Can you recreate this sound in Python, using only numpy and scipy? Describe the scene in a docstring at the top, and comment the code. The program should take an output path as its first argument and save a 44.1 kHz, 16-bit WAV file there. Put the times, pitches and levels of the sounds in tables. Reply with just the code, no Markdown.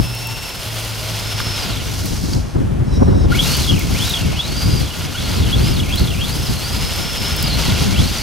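"""A thump of wind, then the whine of a small electric model car running on concrete, driven in bursts of throttle.
The whine is a sine at the gears' tooth rate, coloured by the resonances of the plastic shell.
Noise of tiny impacts makes shell rattle and tyre hiss; stones and grit add short cracks and ticks.
The rolling nearly dies away while the steering servo buzzes, a noise-driven set of resonances.
Low noise in lumps buffets the microphone ports over a sinking drone, likely a far engine, and steady air."""
import sys
import numpy as np
from scipy.fft import rfft, irfft, next_fast_len
from scipy.io import wavfile
from scipy.ndimage import uniform_filter1d, map_coordinates

SR = 44100
rng = np.random.default_rng(int(sys.argv[2]) if len(sys.argv) > 2 else 0)


def store_pcm(level_fs):
    """Save levels as 16-bit WAV."""
    pcm = np.round(np.clip(level_fs, -1, 1) * 32767).astype(np.int16)
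    wavfile.write(sys.argv[1], SR, np.atleast_2d(pcm).T)


N = 362502

# plastic shell resonances: centre_hz, width_hz, gain_db
SHELL_MODES = [(1418, 92, 8.5), (2167, 130, 0), (2834, 170, 2), (3180, 200, -1), (3366, 58, 4),
               (4800, 71, -2)]
# bursts of throttle, a low pull being a dab of brake: squeeze_s, release_s, pull_toward_hz, slow_toward_hz
# (tooth rates), whine_at_squeeze_db, whine_at_release_db, coasting_fade_db_per_khz_lost
THROTTLE_BURSTS = [(0, 0.471, 5410, 4900, -33, -35.5, 13), (1.026, 1.549, 5304, 3999, -40, -27.5, 17),
                   (1.7, 1.81, 2150, 791.5, -34, -41, 25), (3.309, 3.587, 5040, 1239.5, -28, -27, 3.5),
                   (3.943, 4.094, 4870, 1189.5, -28.5, -30, 7), (4.332, 4.8, 4930, 1301, -33.5, -31.5, 14),
                   (4.807, 4.861, 1000, 2200, -35, -42, 5), (5.138, 5.35, 5256, 1100, -34.5, -32.5, 2.5),
                   (5.514, 5.72, 5730, -420, -32, -30, 3), (5.89, 6.018, 5990, 261.5, -28.5, -29.5, 4.5),
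                   (6.187, 6.444, 5680, 2690, -30, -35, 0), (6.578, 7.424, 5254, 2399.5, -32.5, -28.5, -2),
                   (7.544, 7.61, 6500, 1600.5, -31, -32, -1), (7.683, 7.726, 1500, 1450, -36, -37, 4),
                   (7.939, 8.164, 5520, 1210, -29, -32.5, -1)]


def amp(db):
    """Decibels to gain."""
    return 10 ** (np.asarray(db) / 20)


def unit(x):
    """Scaled to rms 1."""
    return x / np.sqrt(np.mean(x ** 2) + 1e-20)


def along(points, hz):
    """(Hz, value) points interpolated on a log frequency axis."""
    point_hz, value = np.transpose(points)
    return np.interp(np.log(hz + 1), np.log(point_hz + 1), value)


def curves(rows):
    """One value per sample for each column after the time."""
    time_s, *columns = np.transpose(rows)
    return [np.interp(np.arange(N) / SR, time_s, column) for column in columns]


def sounding(start_s, end_s, fade_s):
    """Gate: 1 from start to end, 0 outside, linear fades."""
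    knots_s = [start_s - fade_s, start_s, end_s, end_s + fade_s]
    return np.interp(np.arange(N) / SR, knots_s, [0, 1, 1, 0])


def wobble(rate_hz):
    """Smooth random curve with rate_hz knots a second."""
    knots = rng.standard_normal(int(N * rate_hz / SR) + 4)
    return map_coordinates(knots, [np.arange(N) * rate_hz / SR])


def filtered(x, response):
    """x times a complex response of frequency."""
    size = next_fast_len(N + SR // 2)
    return irfft(rfft(x, size) * response(np.fft.rfftfreq(size, 1 / SR)), size)[..., :N]


def modes(table):
    """Causal response of a set of resonances."""
    def response(f):
        return sum(amp(db) * 1j * f * width / (centre ** 2 - f * f + 1j * f * width)
                   for centre, width, db in table)
    return response


def spread(pair, spectrum, alike):
    """Two unrelated signals, coloured and mixed to left and right of a given likeness, rms 1."""
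    def mid_side(hz):
        turn = np.arccos(np.clip(along(alike, hz), -1, 1)) / 2
        return amp(along(spectrum, hz)) * [np.cos(turn), np.sin(turn)]
    mid, side = filtered(pair, mid_side)
    return unit(np.array([mid + side, mid - side]))


def gritty(spiky_db):
    """Noise of tiny impacts whose strength changes about every millisecond."""
    return amp(spiky_db * wobble(900)) * rng.standard_normal((2, N))


def gears(hz):
    """Tooth tone swells where it crosses a shell resonance and chatters as the car overruns the motor."""
    # stretches where the whine smears: start_s, end_s, phase_scatter_rad
    jolts = [(.6, .98, .6), (3.42, 3.6, .9), (5.99, 6.09, 1.1)]
    # slower shafts heard at times: teeth_per_beat, start_s, end_s, level_db (relative to the tooth tone)
    undertones = [(2, .04, .52, -6), (2, 5.16, 5.18, -4), (6, .08, .45, -12), (8, .65, 1.2, -4),
                  (1.5, 3.44, 3.56, -10)]
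    clean_hz = 3000  # below this rate the whine grows purer
    t = np.arange(N) / SR
    rough = np.where(t < 2, .6, 1)  # smooth cruising first, then bursts of throttle shake the gears
    rough = rough * np.clip(hz / clean_hz, .6, 1)
    smear = sum(scatter * sounding(start, end, .02) for start, end, scatter in jolts) * wobble(700)

    # chatter restarts at each release
    released_s = np.array([0] + [row[1] for row in THROTTLE_BURSTS])
    coasting_s = t - released_s[np.searchsorted(released_s, t, side="right") - 1]
    change = np.gradient(hz) * SR / 8000
    # slowing opens the play between the teeth; a hard pull shakes it too
    overrun = np.clip(np.maximum(-change, change / 10), .1, 1)
    chatter = overrun * np.cos(2 * np.pi * 30 * (coasting_s - .02) + .7 * wobble(6.6))

    jitter = rough * (1.1 * wobble(300) + 2.2 * wobble(60))
    phase = 2 * np.pi * np.cumsum(hz) / SR + jitter + 6 * chatter + smear
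    flutter_db = 6 * chatter + rough * (2 * wobble(60) + 3 * wobble(200))
    tone = np.sin(phase) * amp(flutter_db)
    for teeth, start, end, under_db in undertones:
        level = amp(under_db + 3.5 * wobble(90) + 3 * wobble(35))
        shaft = np.sin(phase / teeth + 1.8 / teeth * wobble(200))
        tone = tone + sounding(start, end, .04) * level * shaft
    tone = tone * amp(tooth_load(hz))
    whine = tone + filtered(tone, modes(SHELL_MODES))
    wall = amp(-10) * np.pad(whine, (SR // 30, 0))[:N]  # a wall returns the glides late
    whine = whine + wall + singing(hz)
    echo = np.roll(whine, 310) * amp(-14.5)  # a nearby surface, opposite in sign on the two sides
    return np.array([whine + echo, whine - echo])


def tooth_rate():
    """Motor closes in exponentially on the rate the throttle calls for; returns Hz."""
    start_hz, spin_up_s, slow_s = 5200, .103, .183  # the last two are time constants
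    trigger_s = .064  # travel of the trigger
    t, hz, now_hz = np.arange(N) / SR, np.zeros(N), start_hz
    steps = []
    for on, off, top_hz, low_hz, *_ in THROTTLE_BURSTS:
        steps += [(on, top_hz, spin_up_s), (off, low_hz, slow_s)]
    for (s, goal_hz, lag_s), (end, *_) in zip(steps, steps[1:] + [(N / SR,)]):
        span = slice(round(s * SR), round(end * SR))
        hz[span] = goal_hz + (now_hz - goal_hz) * np.exp(-(t[span] - s) / lag_s)
        now_hz = goal_hz + (now_hz - goal_hz) * np.exp(-(end - s) / lag_s)
    travel = round(trigger_s * SR)
    once = uniform_filter1d(hz, size=travel, mode="nearest")
    return uniform_filter1d(once, size=travel, mode="nearest")


def tooth_load(hz):
    """Whine dB: set under throttle, following speed while coasting, cut once the teeth part."""
    slack_s, slack_hz, slack_db = .25, 2500, 18  # coasting this long, below this rate, loses this much
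    t, db = np.arange(N) / SR, np.zeros(N)
    for on, off, _, _, on_db, off_db, fade_db in THROTTLE_BURSTS:
        lost_khz = np.where(t > off, hz[round(off * SR)] - hz, 0) / 1000
        slack = (t > off + slack_s) & (hz < slack_hz)
        burst_db = np.interp(t, [on, off], [on_db, off_db]) - fade_db * lost_khz - slack_db * slack
        db = np.where(t >= on, burst_db, db)
    return uniform_filter1d(db, size=SR // 50)


def singing(hz):
    """The mesh catches the shell's sharpest mode: short tones bent by the passing tooth rate."""
    # start_s, level_db
    sings = [(3.39, -11.5), (3.691, -14), (4.0215, -20), (4.155, -21), (4.3907, -16), (5.5288, -17),
             (5.9221, -24), (6.2106, -21), (6.2339, -23), (7.99, -20.5)]
    mode_hz, held_s, glide = 3357, 0.0187, .3  # glide: share of the tooth rate's offset followed
    held = sum(amp(db) * sounding(s + 0.00072, s + held_s, 0.001) for s, db in sings)
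    pitch_hz = mode_hz + glide * (hz - mode_hz)
    phase = 2 * np.pi * np.cumsum(pitch_hz) / SR + .5 * wobble(150)
    return held * amp(0.52 * wobble(150)) * np.sin(phase)


def rolling(hz):
    """Shell and tyres shake together over the bumps and grit of the concrete."""
    # levels at full speed: time_s, rattle_db, hiss_db, hiss_treble_gain_db
    roll = [(0, -34, -39.5, 7.5), (1, -29.5, -32.5, 3.5), (1.68, -26, -30.5, -0.5), (2, -28, -26, 0.5),
            (2.35, -33.5, -25, -5), (2.44, -40, -36, -6), (2.7, -47, -46.5, 1), (3.26, -40, -44, -5),
            (3.32, -23, -30.5, 2), (3.41, -23.5, -23, 2), (3.75, -27.5, -26.5, -1.5), (4.1, -24, -24, 0.5),
            (4.33, -27.5, -29.5, -3), (4.6, -29.5, -30.5, 0), (5.5, -26.5, -30, 1),
            (6.4, -29.5, -31.5, 3.5), (7.45, -25, -30, 1), (7.8, -21.5, -22, -3), (8.22, -27, -28.5, 0.5)]
    # spectra, relative: freq_hz, level_db
    rattle_spectrum = [(350, -1), (600, 0), (1000, -1.5), (1750, -4.5), (2500, -0.5), (3500, -0.5),
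                       (4500, -2), (7000, -32)]
    tyre_spectrum = [(2500, -48), (4000, 0), (5000, 3), (6500, 0), (7400, -5), (11000, -6), (14000, -9.5),
                     (15900, -18)]
    # left-right likeness of the car: freq_hz, likeness
    car_alike = [(600, 1), (1400, 0.78), (3000, 0.93), (7000, 0.75), (15000, 0.74)]
    full_hz, crawl_hz = 5000, 2000  # tooth rates: full speed, and the one below which loudness stays put
    rattle_power, hiss_power = 0.63, 0.62  # amplitude grows as speed to this power
    rattle_db, hiss_db, treble_db = curves(roll)
    speed = np.clip(hz, crawl_hz, None) / full_hz
    bumps_db = .5 * wobble(10) + 1.1 * wobble(40)
    shaken = gritty(1.34)
    rattle = spread(shaken + 0.41 * filtered(shaken, modes(SHELL_MODES)), rattle_spectrum, car_alike)
    hiss = spread(gritty(1.93), tyre_spectrum, car_alike)
    treble = filtered(hiss, lambda f: 1 / (1 + (7500 / (f + 1)) ** 6))
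    hiss = hiss + (amp(treble_db) - 1) * treble
    rattle = amp(rattle_db) * speed ** rattle_power * rattle
    hiss = amp(hiss_db + 0.3 * wobble(60)) * speed ** hiss_power * hiss
    return amp(bumps_db) * (rattle + hiss)


def knocks():
    """Stones hit the car: decaying tones whose random phase drift broadens them around their pitch."""
    # start_s, peak_db, pitch_hz
    stones = [(1.402, -12.5, 1350), (2.334, -15, 4780), (8.174, -17, 5900)]
    out, t = np.zeros(N), np.arange(SR // 50) / SR
    for s, db, hz in stones:
        drift = np.cumsum(0.19 * rng.standard_normal(len(t)))
        ring = np.sin(2 * np.pi * hz * t + drift)
        out[round(s * SR):][:len(t)] += amp(db - 60 * t / 0.024) * ring
    return out


def ticks():
    """Grit flicked against the shell: each grain is a bright, dry burst of decaying noise."""
    # start_s, level_db (3 dB over the noise rms at onset, ahead of the high-pass)
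    grains = [(0.1496, -18), (0.2713, -15), (2.0567, -17), (3.568, -12), (3.7928, -14), (4.0946, -12),
              (5.9574, -14), (7.3642, -13), (7.426, -9.5)]
    t60_s, low_hz = 0.028, 6500
    out, t = np.zeros(N + SR), np.arange(SR // 50) / SR
    for s, db in grains:
        out[round(s * SR):][:len(t)] += amp(db - 3 - 60 * t / t60_s) * rng.standard_normal(len(t))
    return filtered(out[:N], lambda f: (1j * f / (low_hz + 1j * f)) ** 2)


def servo():
    """Tiny steering gears grind in a ringing case; low tones drop between strokes, strain bends pitch."""
    # time_s, buzz_db, low_tones_gain_db, pitch_share
    strokes = [(2.88, -48, -6, 1), (2.93, -40, -1, 1.01), (2.975, -38, 0, 1), (2.99, -44, -9, 1.03),
               (3.07, -43, -8, 1.01), (3.09, -43.5, 2, 1), (3.23, -38, -5, 1), (3.26, -40, -2, 0.94),
               (3.28, -63, -1, 1.1)]
    # case resonances: centre_hz, width_hz, gain_db
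    case_modes = [(3830, 35, 7), (4000, 35, 6), (4970, 87, 0), (5340, 190, 2), (5500, 37, 6),
                  (5930, 50, -3), (6500, 60, -6), (8350, 120, -5)]
    db, low_db, share = curves(strokes)
    grind = rng.standard_normal(N)
    buzz = np.zeros(N)
    for mode in case_modes:
        # a tooth tone sits in each resonance
        teeth = .095 * np.sin(2 * np.pi * mode[0] * np.arange(N) / SR + 1.5 * wobble(80))
        tone = filtered(grind + teeth, modes([mode]))
        buzz = buzz + tone * (amp(low_db) if mode[0] < 4500 else 1)
    start_s, end_s = strokes[0][0], strokes[-1][0]
    start = round(start_s * SR)
    bent = np.cumsum(share) - np.cumsum(share)[start] + start  # read position, in samples
    buzz = unit(map_coordinates(buzz, [bent + 4 * wobble(9)], order=3))
    return sounding(start_s, end_s, 0.022) * amp(db + wobble(29.8)) * buzz


def wind():
    """Eddies thump the microphone ports in lumps; strong gusts reach higher in pitch."""
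    # time_s, buffet_db
    gusts = [(0, -10.5), (.09, -28), (.53, -31), (1.58, -25.5), (2.36, -15), (2.52, -23), (2.56, -13),
             (2.88, -16.5), (3.05, -10.5), (3.29, -13), (3.41, -16.5), (3.89, -15), (4.19, -27), (4.3, -15),
             (4.42, -27), (4.53, -17), (4.83, -16), (4.88, -24.5), (5.5, -14), (6.1, -18), (6.75, -21),
             (7.2, -23), (7.55, -17), (8.01, -15.5), (8.22, -22.5)]
    # relative spectrum: freq_hz, level_db
    buffet_spectrum = [(12, -40), (20, -14), (58, 0.5), (128, -2.5), (325, -14), (1700, -44.5), (3250, -77)]
    # left-right likeness before the lean and lag: freq_hz, likeness
    port_alike = [(30, 0.66), (70, 0.61), (150, 0.51), (640, 0.95), (3000, 0.18)]
    # eddies pass one port first: freq_hz, left_lead_rad
    sweep = [(30, 0.5), (260, -2), (520, -2.5), (1120, -2), (2800, -1.5)]
    # sharp-edged eddies: start_s, upper_wind_boost_db
    slaps = [(2.553, 5.1), (3.021, 9.6), (3.079, 7.6), (3.244, 6)]
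    slap_s, calm_db = 0.013, -18.5  # gusts over calm_db brighten, weaker ones dull
    db, = curves(gusts)
    lumps = amp(1.28 * wobble(14) + 2.28 * wobble(45))
    sides = np.array([[1], [-1]])

    def passing(hz):
        lean = amp(1.45 * sides / (1 + hz / 300))  # the left port faces the wind
        return lean * np.exp(.5j * sides * along(sweep, hz))

    pair = spread(rng.standard_normal((2, N)), buffet_spectrum, port_alike)
    eddies = unit(lumps * filtered(pair, passing))
    slap_db = sum(boost_db * sounding(s, s + slap_s, .007) for s, boost_db in slaps)
    sharp_db = 1.1 * wobble(30) + slap_db
    upper = filtered(eddies, lambda hz: hz ** 2 / (hz ** 2 + 250 ** 2))
    return amp(db) * (eddies - upper + amp(0.47 * (db - calm_db) + sharp_db) * upper)


def yard():
    """A low drone, likely a far engine, sinks in pitch over the steady air of the yard."""
    # distant traffic and air, relative spectrum: freq_hz, level_db
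    air_spectrum = [(100, -23), (250, -8.5), (700, -8.5), (3300, -20), (4700, -29), (10000, -29.5),
                    (15700, -50)]
    # start_s, end_s, level_db
    drone_heard = [(0, 0.306, -28.5), (0.673, 1.582, -28), (1.693, 2.4, -30)]
    drone_hz, sag_hz_per_s = 118.3, 8.5
    hz = drone_hz - sag_hz_per_s * np.arange(N) / SR
    heard = sum(amp(db) * sounding(start, end, 0.057) for start, end, db in drone_heard)
    phase = 2 * np.pi * np.cumsum(hz) / SR + .3 * wobble(12)
    drone = np.sqrt(2) * np.sin(phase) * amp(1.5 * wobble(8))
    air = spread(rng.standard_normal((2, N)), air_spectrum, [(1000, 0.7), (8000, 0.37)])
    return heard * drone + amp(-38) * air


def scene():
    """Everything at the microphone."""
    hz = tooth_rate()
    return gears(hz) + rolling(hz) + knocks() + ticks() + servo() + wind() + yard()


def record(dry):
    """The loudest thumps flatten softly; nothing is kept above the band limit."""
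    top_hz = 15830
    soft = dry / (1 + np.abs(dry / .97) ** 6) ** (1 / 6)
    return filtered(soft, lambda hz: hz < top_hz)


dry = scene()
out = record(dry)
store_pcm(out)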